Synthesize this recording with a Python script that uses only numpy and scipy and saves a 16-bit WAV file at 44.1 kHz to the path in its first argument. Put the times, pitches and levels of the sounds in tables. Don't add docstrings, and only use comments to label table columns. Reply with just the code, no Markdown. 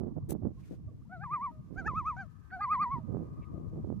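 import sys
import numpy as np
from scipy import signal
from scipy.fft import rfft, irfft
from scipy.io import wavfile
from scipy.ndimage import uniform_filter1d

SR = 44100
rng = np.random.default_rng(int(sys.argv[2]) if len(sys.argv) > 2 else 0)


def generate_wav(sig):
    pcm = np.round(np.clip(np.atleast_2d(sig).T, -1, 1) * 32767).astype(np.int16)
    wavfile.write(sys.argv[1], SR, pcm)


def linear_from_db(decibels):
    return 10 ** (np.asarray(decibels, float) / 20)


N = 176400

# f/Hz, relative level/dB per Hz
HISS_SPECTRUM = [(820, -24), (1400, -3), (3550, -11.5), (6190, -12), (8050, -16), (12300, -18),
                 (15700, -17)]
# start t/s, length/s, level/dB
HISS_SWELLS = [(0.557, 0.2, -78), (1.1, 3.13, -89)]
# t/s, relative level/dB, left-right/dB
GUSTS = [(0.0, -49, -2), (0.02, -38, -8.5), (1.41, -51, 10), (1.85, -41, -18), (2.32, -51, 14.5),
         (3.09, -41.5, -15), (3.45, -44, 7.5), (4.0, -39.5, -12)]
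# f/Hz, relative level/dB per Hz
WIND_SPECTRUM = [(20, -25.5), (64, 6), (170, 5), (344, -18), (730, -45), (1200, -23), (1700, -67.5)]
# start t/s, length/s, level/dB, left-right/dB
BUFFETS = [(-0.02, 0.11, -42.5, -18.5), (0.168, 0.014, -32, -13), (0.291, 0.074, -44, -22),
           (0.422, 0.086, -41.5, -17), (0.703, 0.039, -46.5, 17.5), (0.881, 0.062, -55.5, -10),
           (1.696, 0.23, -53, -20.5), (2.944, 0.052, -51, -9.5), (3.083, 0.17, -42.5, -11.5),
           (3.23, 0.21, -54, 11), (3.516, 0.16, -45.5, 7.5), (3.724, 0.08, -39.5, -3.5),
           (3.84, 0.1, -45, -11.5)]
# f/Hz, relative level/dB per Hz
EDDY_SPECTRUM = [(30, -40), (70, -6), (150, 0.0), (320, -3.5), (600, -17), (1200, -40), (4500, -88)]
# t/s, drive level before ringing and panning/dB
SLAPS = [(0.027, -44.5), (0.035, -31.5), (0.32, -28), (0.351, -32), (0.454, -30.5), (1.935, -38),
         (3.147, -29), (3.169, -30), (3.846, -34), (3.902, -30), (3.925, -33)]
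# t/s, length/s, peak level/dB, start f/Hz, end f/Hz
BUBBLES = [(0.57, 0.027, -67, 1040, 1090), (0.881, 0.023, -67, 1200, 1110), (0.876, 0.018, -60.5, 586, 650),
           (1.014, 0.012, -70, 1010, 1300), (1.05, 0.021, -74, 780, 1050)]
# t/s, length/s, level/dB, f/Hz
SPLASHES = [(0.624, 0.028, -76, 2200), (2.502, 0.012, -58.5, 1620), (3.421, 0.027, -69, 2180)]
# f/Hz, relative level/dB per Hz
BRUSH_SPECTRUM = [(900, -11.5), (4600, -14), (8500, -6.5), (12800, -3), (15500, -3.5)]
# t/s, level of the shared grain before panning/dB
SNAPS = [(0.2974, -46), (0.3026, -44), (0.3069, -30.5), (0.3102, -36)]
# t/s, pitch f/Hz, partial 1 rms/dB, partial 2 rms/dB
LOW_VOICE = [
    [(1.095, 657, -65, -68), (1.135, 752, -48, -48.5), (1.185, 650, -59, -63), (1.243, 834, -47, -45)],
    [(1.512, 629, -65.5, -68), (1.61, 617, -71.5, -84.5)],
    [(1.76, 676, -62.5, -61.5), (1.79, 789, -50.5, -39), (1.836, 643, -60.5, -59.5),
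     (1.88, 890, -42.5, -33)],
    [(2.166, 730, -52.5, -51), (2.198, 792, -47.5, -41), (2.27, 588, -69.5, -74)],
    [(2.515, 715, -60.5, -55), (2.542, 767, -47, -43), (2.583, 702, -46.5, -60.5),
     (2.614, 835, -44.5, -47.5)],
    [(2.992, 663, -63.5, -78), (3.035, 608, -65, -83)],
]
# t/s, pitch f/Hz, partial 1 rms/dB
HIGH_VOICE = [
    [(1.236, 1234, -41.5), (1.288, 935, -44), (1.338, 1227, -30.5), (1.394, 933, -43.5),
     (1.444, 1173, -33.5), (1.489, 950, -42), (1.515, 927, -57)],
    [(1.879, 1291, -32), (1.933, 983, -44), (1.982, 1292, -31.5), (2.035, 950, -46), (2.085, 1282, -30),
     (2.14, 950, -47), (2.168, 950, -59.5)],
    [(2.608, 1191, -38), (2.632, 1237, -30.5), (2.678, 980, -38.5), (2.726, 1252, -27),
     (2.778, 974.6, -35.5), (2.824, 1228, -27), (2.87, 957, -39), (2.893, 969, -41.5), (2.93, 1120, -31),
     (2.974, 951, -42.5), (3.0, 906, -55)],
]
# multiple of pitch, level re partial 2/dB
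LOW_OVERTONES = [(3, -22.5), (4, -39.5), (5, -44), (6, -33.5), (7, -44.5), (8, -43), (9, -47)]
# multiple of pitch, level re partial 1/dB
HIGH_OVERTONES = [(2, -24.5), (3, -48.5), (4, -56), (5, -54)]
# start t/s, length/s, level of the thirds re partial 1/dB
TRIPLED = [(1.233, 0.017, -25.5), (1.333, 0.03, -28.5), (2.613, 0.037, -20), (2.728, 0.028, -23.5),
           (2.82, 0.027, -24.5)]
# multiple of pitch/3, relative level/dB
THIRDS = [(2, -1.5), (4, -1.5), (5, 2), (11, -26)]
# last t/s, resonance f/Hz, overtones above about 3 kHz/dB, lag at right port/s
BILL = [(1.7, 4480, -8.5, .00008), (2.4, 5950, -3, 0.00003), (4.0, 4400, -2, 0.000068)]
# f/Hz, relative level/dB per Hz
BREATH_SPECTRUM = [(700, -12.5), (2000, -1), (3500, -11.5), (6500, -15.5), (15500, -32.5)]

SMOOTH_S = 0.0055


def rms_one(x):
    return x / np.sqrt(np.mean(x ** 2) + 1e-20)


def at_hz(points, hz):
    points_hz, points_db = np.transpose(points)
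    return np.interp(np.log(hz), np.log(points_hz), points_db)


def in_time(rows):
    s, *columns = np.transpose(rows)
    t = np.arange(N) / SR
    return [uniform_filter1d(np.interp(t, s, c), int(SMOOTH_S * SR)) for c in columns]


def wavering(rows):
    roundness = 1.7
    s, *columns = np.transpose(rows)
    place = np.interp(np.arange(N) / SR, s, np.arange(len(s)))
    k = np.minimum(place.astype(int), len(s) - 2)
    rising = columns[0][k + 1] > columns[0][k]
    height = np.sin(np.pi / 2 * np.where(rising, place - k, 1 - place + k)) ** roundness
    share = np.where(rising, height, 1 - height)
    return [uniform_filter1d(c[k] + share * (c[k + 1] - c[k]), int(SMOOTH_S * SR)) for c in columns]


def gate(start_s, length_s, edge_s):
    t = np.arange(N) / SR
    inside_s = np.minimum(t - start_s, start_s + length_s - t)
    return np.sin(np.pi / 2 * np.clip(inside_s / edge_s + .5, 0, 1)) ** 2


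def drift(rate_hz):
    r = np.exp(-80 * np.pi * rate_hz / SR)
    slow = signal.lfilter([1], [1, -2 * r, r * r], rng.standard_normal(N // 40 + 2002))
    slow = slow[2000:]
    return np.interp(np.arange(N) / 40, np.arange(len(slow)), rms_one(slow))


def coloured(x, spectrum):
    hz = np.maximum(np.arange(N // 2 + 1) * SR / N, 1)
    return rms_one(irfft(rfft(x) * linear_from_db(at_hz(spectrum, hz)), N))


def band_passed(x, order, edges_hz):
    return signal.sosfilt(signal.butter(order, edges_hz, "band", fs=SR, output="sos"), x)


def sides(pan_db):
    return linear_from_db(np.array([[.5], [-.5]]) * pan_db)


def placed(x, pan_db, lag_s):
    hz = np.arange(N // 2 + 1) * SR / N
    late = irfft(rfft(x) * np.exp(-2j * np.pi * hz * lag_s), N)
    return np.array([x, late]) * sides(pan_db)


def hiss():
    swells = sum(linear_from_db(db) * gate(s, length_s, .5 * length_s) for s, length_s, db in HISS_SWELLS)
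    level = linear_from_db(-84.5) + swells * linear_from_db(3.0 * drift(30))
    return level * coloured(rng.standard_normal((2, N)), HISS_SPECTRUM)


def shore(calls):
    echo_db, echo_t60_s, echo_rise_s, echo_cut_hz = -35, 6.7, 0.087, 3300
    far_s, far_width_s, far_db = 0.67, 0.13, -3
    earlier_db, earlier_t60_s, earlier_hz = -78.5, 12, (950, 1220)
    t = np.arange(N) / SR
    shape = linear_from_db(-60 * t / echo_t60_s) * (1 - np.exp(-t / echo_rise_s))
    shape += linear_from_db(far_db) * np.exp(-((t - far_s) / far_width_s) ** 2)
    tail = signal.lfilter(*signal.butter(1, echo_cut_hz, fs=SR), rng.standard_normal((2, N)) * shape)
    tail = linear_from_db(echo_db) * tail / np.sqrt(np.sum(tail ** 2) / 2)
    earlier = rms_one(band_passed(rng.standard_normal((2, N)), 4, earlier_hz))
    earlier = earlier * linear_from_db(earlier_db - 60 * t / earlier_t60_s)
    return signal.fftconvolve(tail, calls[None])[:, :N] + earlier


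def wind():
    brighten_db_per_oct, lump_db, flicker_db = 0.36, 5, 5
    level_db, pan_db = in_time(GUSTS)
    level_db = level_db - 10 * np.log10((linear_from_db(pan_db) + linear_from_db(-pan_db) + 2) / 4)
    out, edges_hz = np.zeros((2, N)), 20 * 2 ** np.arange(0, 7.1, .5)
    for side, sign in enumerate((.5, -.5)):
        gust_db = level_db + sign * pan_db
        lumps, white = drift(3.74), rng.standard_normal((2, N))
        for k, (low_hz, high_hz) in enumerate(zip(edges_hz, edges_hz[1:])):
            band = band_passed(white[k % 2], 2, [low_hz, high_hz])
            octaves = max(np.log2(high_hz / 150), 0)
            db = at_hz(WIND_SPECTRUM, np.sqrt(low_hz * high_hz)) + gust_db + 13.5
            db += brighten_db_per_oct * octaves * (gust_db + 39.5)
            db += lump_db * min(0.23 + 0.19 * octaves, 1.5) * lumps + flicker_db * drift(12.9)
            out[side] += band * linear_from_db(db)
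    return signal.sosfilt(signal.butter(4, 920, fs=SR, output="sos"), out)


def buffets():
    eddies_per_s, spread_db = 420, 3.5
    struck = rng.random((2, N)) < eddies_per_s / SR
    pulses = struck * linear_from_db(spread_db * np.minimum(rng.exponential(1, (2, N)), 3))
    pulses = pulses * rng.choice([-1, 1], (2, N))
    b, a = signal.butter(1, 400, fs=SR)
    hz = np.maximum(np.arange(N // 2 + 1) * SR / N, 1)
    lagging = np.exp(2j * np.angle(signal.freqz(b, a, hz, fs=SR)[1]))
    eddies = coloured(irfft(rfft(pulses) * lagging, N), EDDY_SPECTRUM)
    return eddies * sum(linear_from_db(db) * gate(s, length_s, 0.038) * sides(pan_db)
                        for s, length_s, db, pan_db in BUFFETS)


def slaps():
    ring_hz, t60_s = 330, 0.0075
    clicks = np.zeros(N)
    for s, db in SLAPS:
        clicks[int(s * SR)] = linear_from_db(db)
    r, w = linear_from_db(-60 / (t60_s * SR)), 2 * np.pi * ring_hz / SR
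    rung = signal.lfilter([0, np.sin(w)], [1, -2 * r * np.cos(w), r * r], clicks + 1e-18)
    return signal.lfilter(*signal.butter(3, 1000, fs=SR), rung) * sides(-27.0)


def laps():
    out, t = np.zeros(N), np.arange(N) / SR
    for s, length_s, db, start_hz, end_hz in BUBBLES:
        hz = np.interp(t, [s, s + length_s], [start_hz, end_hz])
        out += linear_from_db(db) * gate(s, length_s, .5 * length_s) * np.sin(2 * np.pi * np.cumsum(hz) / SR)
    for s, length_s, db, hz in SPLASHES:
        puff = band_passed(rng.standard_normal(N), 2, [hz / 1.06, hz * 1.17])
        out += linear_from_db(db) * gate(s, length_s, .5 * length_s) * rms_one(puff)
    return out * sides(-1.5)


def brush():
    start_s, length_s, level_db, snap_s = 0.2897, 0.043, -50, 0.00046
    pan_db, lag_s = 4, 0.00048
    grain = rms_one(linear_from_db(1.5 * drift(450)))
    shared = coloured(rng.standard_normal(N), BRUSH_SPECTRUM)
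    apart = coloured(rng.standard_normal((2, N)), BRUSH_SPECTRUM)
    stroke = linear_from_db(level_db) * grain * gate(start_s, length_s, 0.34 * length_s) ** 2
    stroke += sum(linear_from_db(db) * gate(s, snap_s, snap_s) for s, db in SNAPS)
    return stroke * (placed(shared, pan_db, lag_s) + .5 * apart)


def overtones(table, hz, turn, bill_hz, aim_db):
    width_oct, lift_db, patchy_db, patches_hz = 0.22, 9.5, 6, 18
    out = np.zeros(N)
    for k, db in table:
        high = np.clip(k * hz / 600 - 4.5, 0, 1)
        resonance_db = lift_db * np.exp(-(np.log2(k * hz / bill_hz) / width_oct) ** 2)
        up_db = high * (aim_db + patchy_db * drift(patches_hz) + resonance_db)
        out += linear_from_db(db + up_db) * np.sin(round(k) * turn)
    return out


def loons():
    edge_s, wobble_db, follow = 0.0048, 1.48, 0.25
    breath_db, breath_follow, rasp_db = -59.5, 0.42, -52.5
    tone, effort = np.zeros(N), np.zeros(N)
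    tripled = sum(linear_from_db(db) * gate(s, length_s, 0.015) for s, length_s, db in TRIPLED)
    last_s, resonance_hz, high_db, _ = np.transpose(BILL)
    which = np.minimum(np.searchsorted(last_s, np.arange(N) / SR), len(last_s) - 1)
    bill = resonance_hz[which], high_db[which]
    for rows in LOW_VOICE:
        hz, first_db, second_db = wavering(rows)
        turn = 2 * np.pi * np.cumsum(hz) / SR
        on = gate(rows[0][0], rows[-1][0] - rows[0][0], edge_s)
        upper = np.sin(2 * turn) + overtones(LOW_OVERTONES, hz, turn, *bill)
        tone += on * (linear_from_db(first_db) * np.sin(turn) + linear_from_db(second_db) * upper)
        effort += on * linear_from_db(second_db)
    for rows in HIGH_VOICE:
        hz, level_db = wavering(rows)
        turn = 2 * np.pi * np.cumsum(hz) / SR
        on = gate(rows[0][0], rows[-1][0] - rows[0][0], edge_s)
        sunk = linear_from_db(follow * (level_db - level_db.max()))
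        stack = np.sin(turn) + sunk * overtones(HIGH_OVERTONES, hz, turn, *bill)
        stack += tripled * overtones(THIRDS, hz / 3, turn / 3, *bill)
        tone += on * linear_from_db(level_db) * stack
        effort += on * linear_from_db(level_db)
    slow_effort = np.abs(uniform_filter1d(effort, int(.02 * SR)))
    air = linear_from_db(breath_db) * slow_effort ** breath_follow
    air = air * coloured(rng.standard_normal(N), BREATH_SPECTRUM)
    rasp = signal.lfilter([1, 0, -1], 1, rng.standard_normal(N))
    air += linear_from_db(rasp_db + .5 * bill[1]) * effort * rasp
    return np.sqrt(2) * tone * linear_from_db(wobble_db * drift(47)) + air


def calls_placed(calls):
    last_s, *_, lags_s = np.transpose(BILL)
    which = np.searchsorted(last_s, np.arange(N) / SR)
    return sum(placed(calls * (which == k), 0, lag_s) for k, lag_s in enumerate(lags_s))


def scene():
    calls = loons()
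    air = wind() + buffets() + slaps()
    return hiss() + shore(calls) + air + laps() + brush() + calls_placed(calls)


def low_pass(x):
    return signal.sosfilt(signal.butter(12, 16460, fs=SR, output="sos"), x)


def record(dry):
    mix = signal.sosfilt(signal.butter(2, 40, "high", fs=SR, output="sos"), dry)
    mix = signal.sosfilt(signal.cheby2(12, 60, 16000, fs=SR, output="sos"), mix)
    return low_pass(mix)


dry = scene()
out = record(dry)
generate_wav(out)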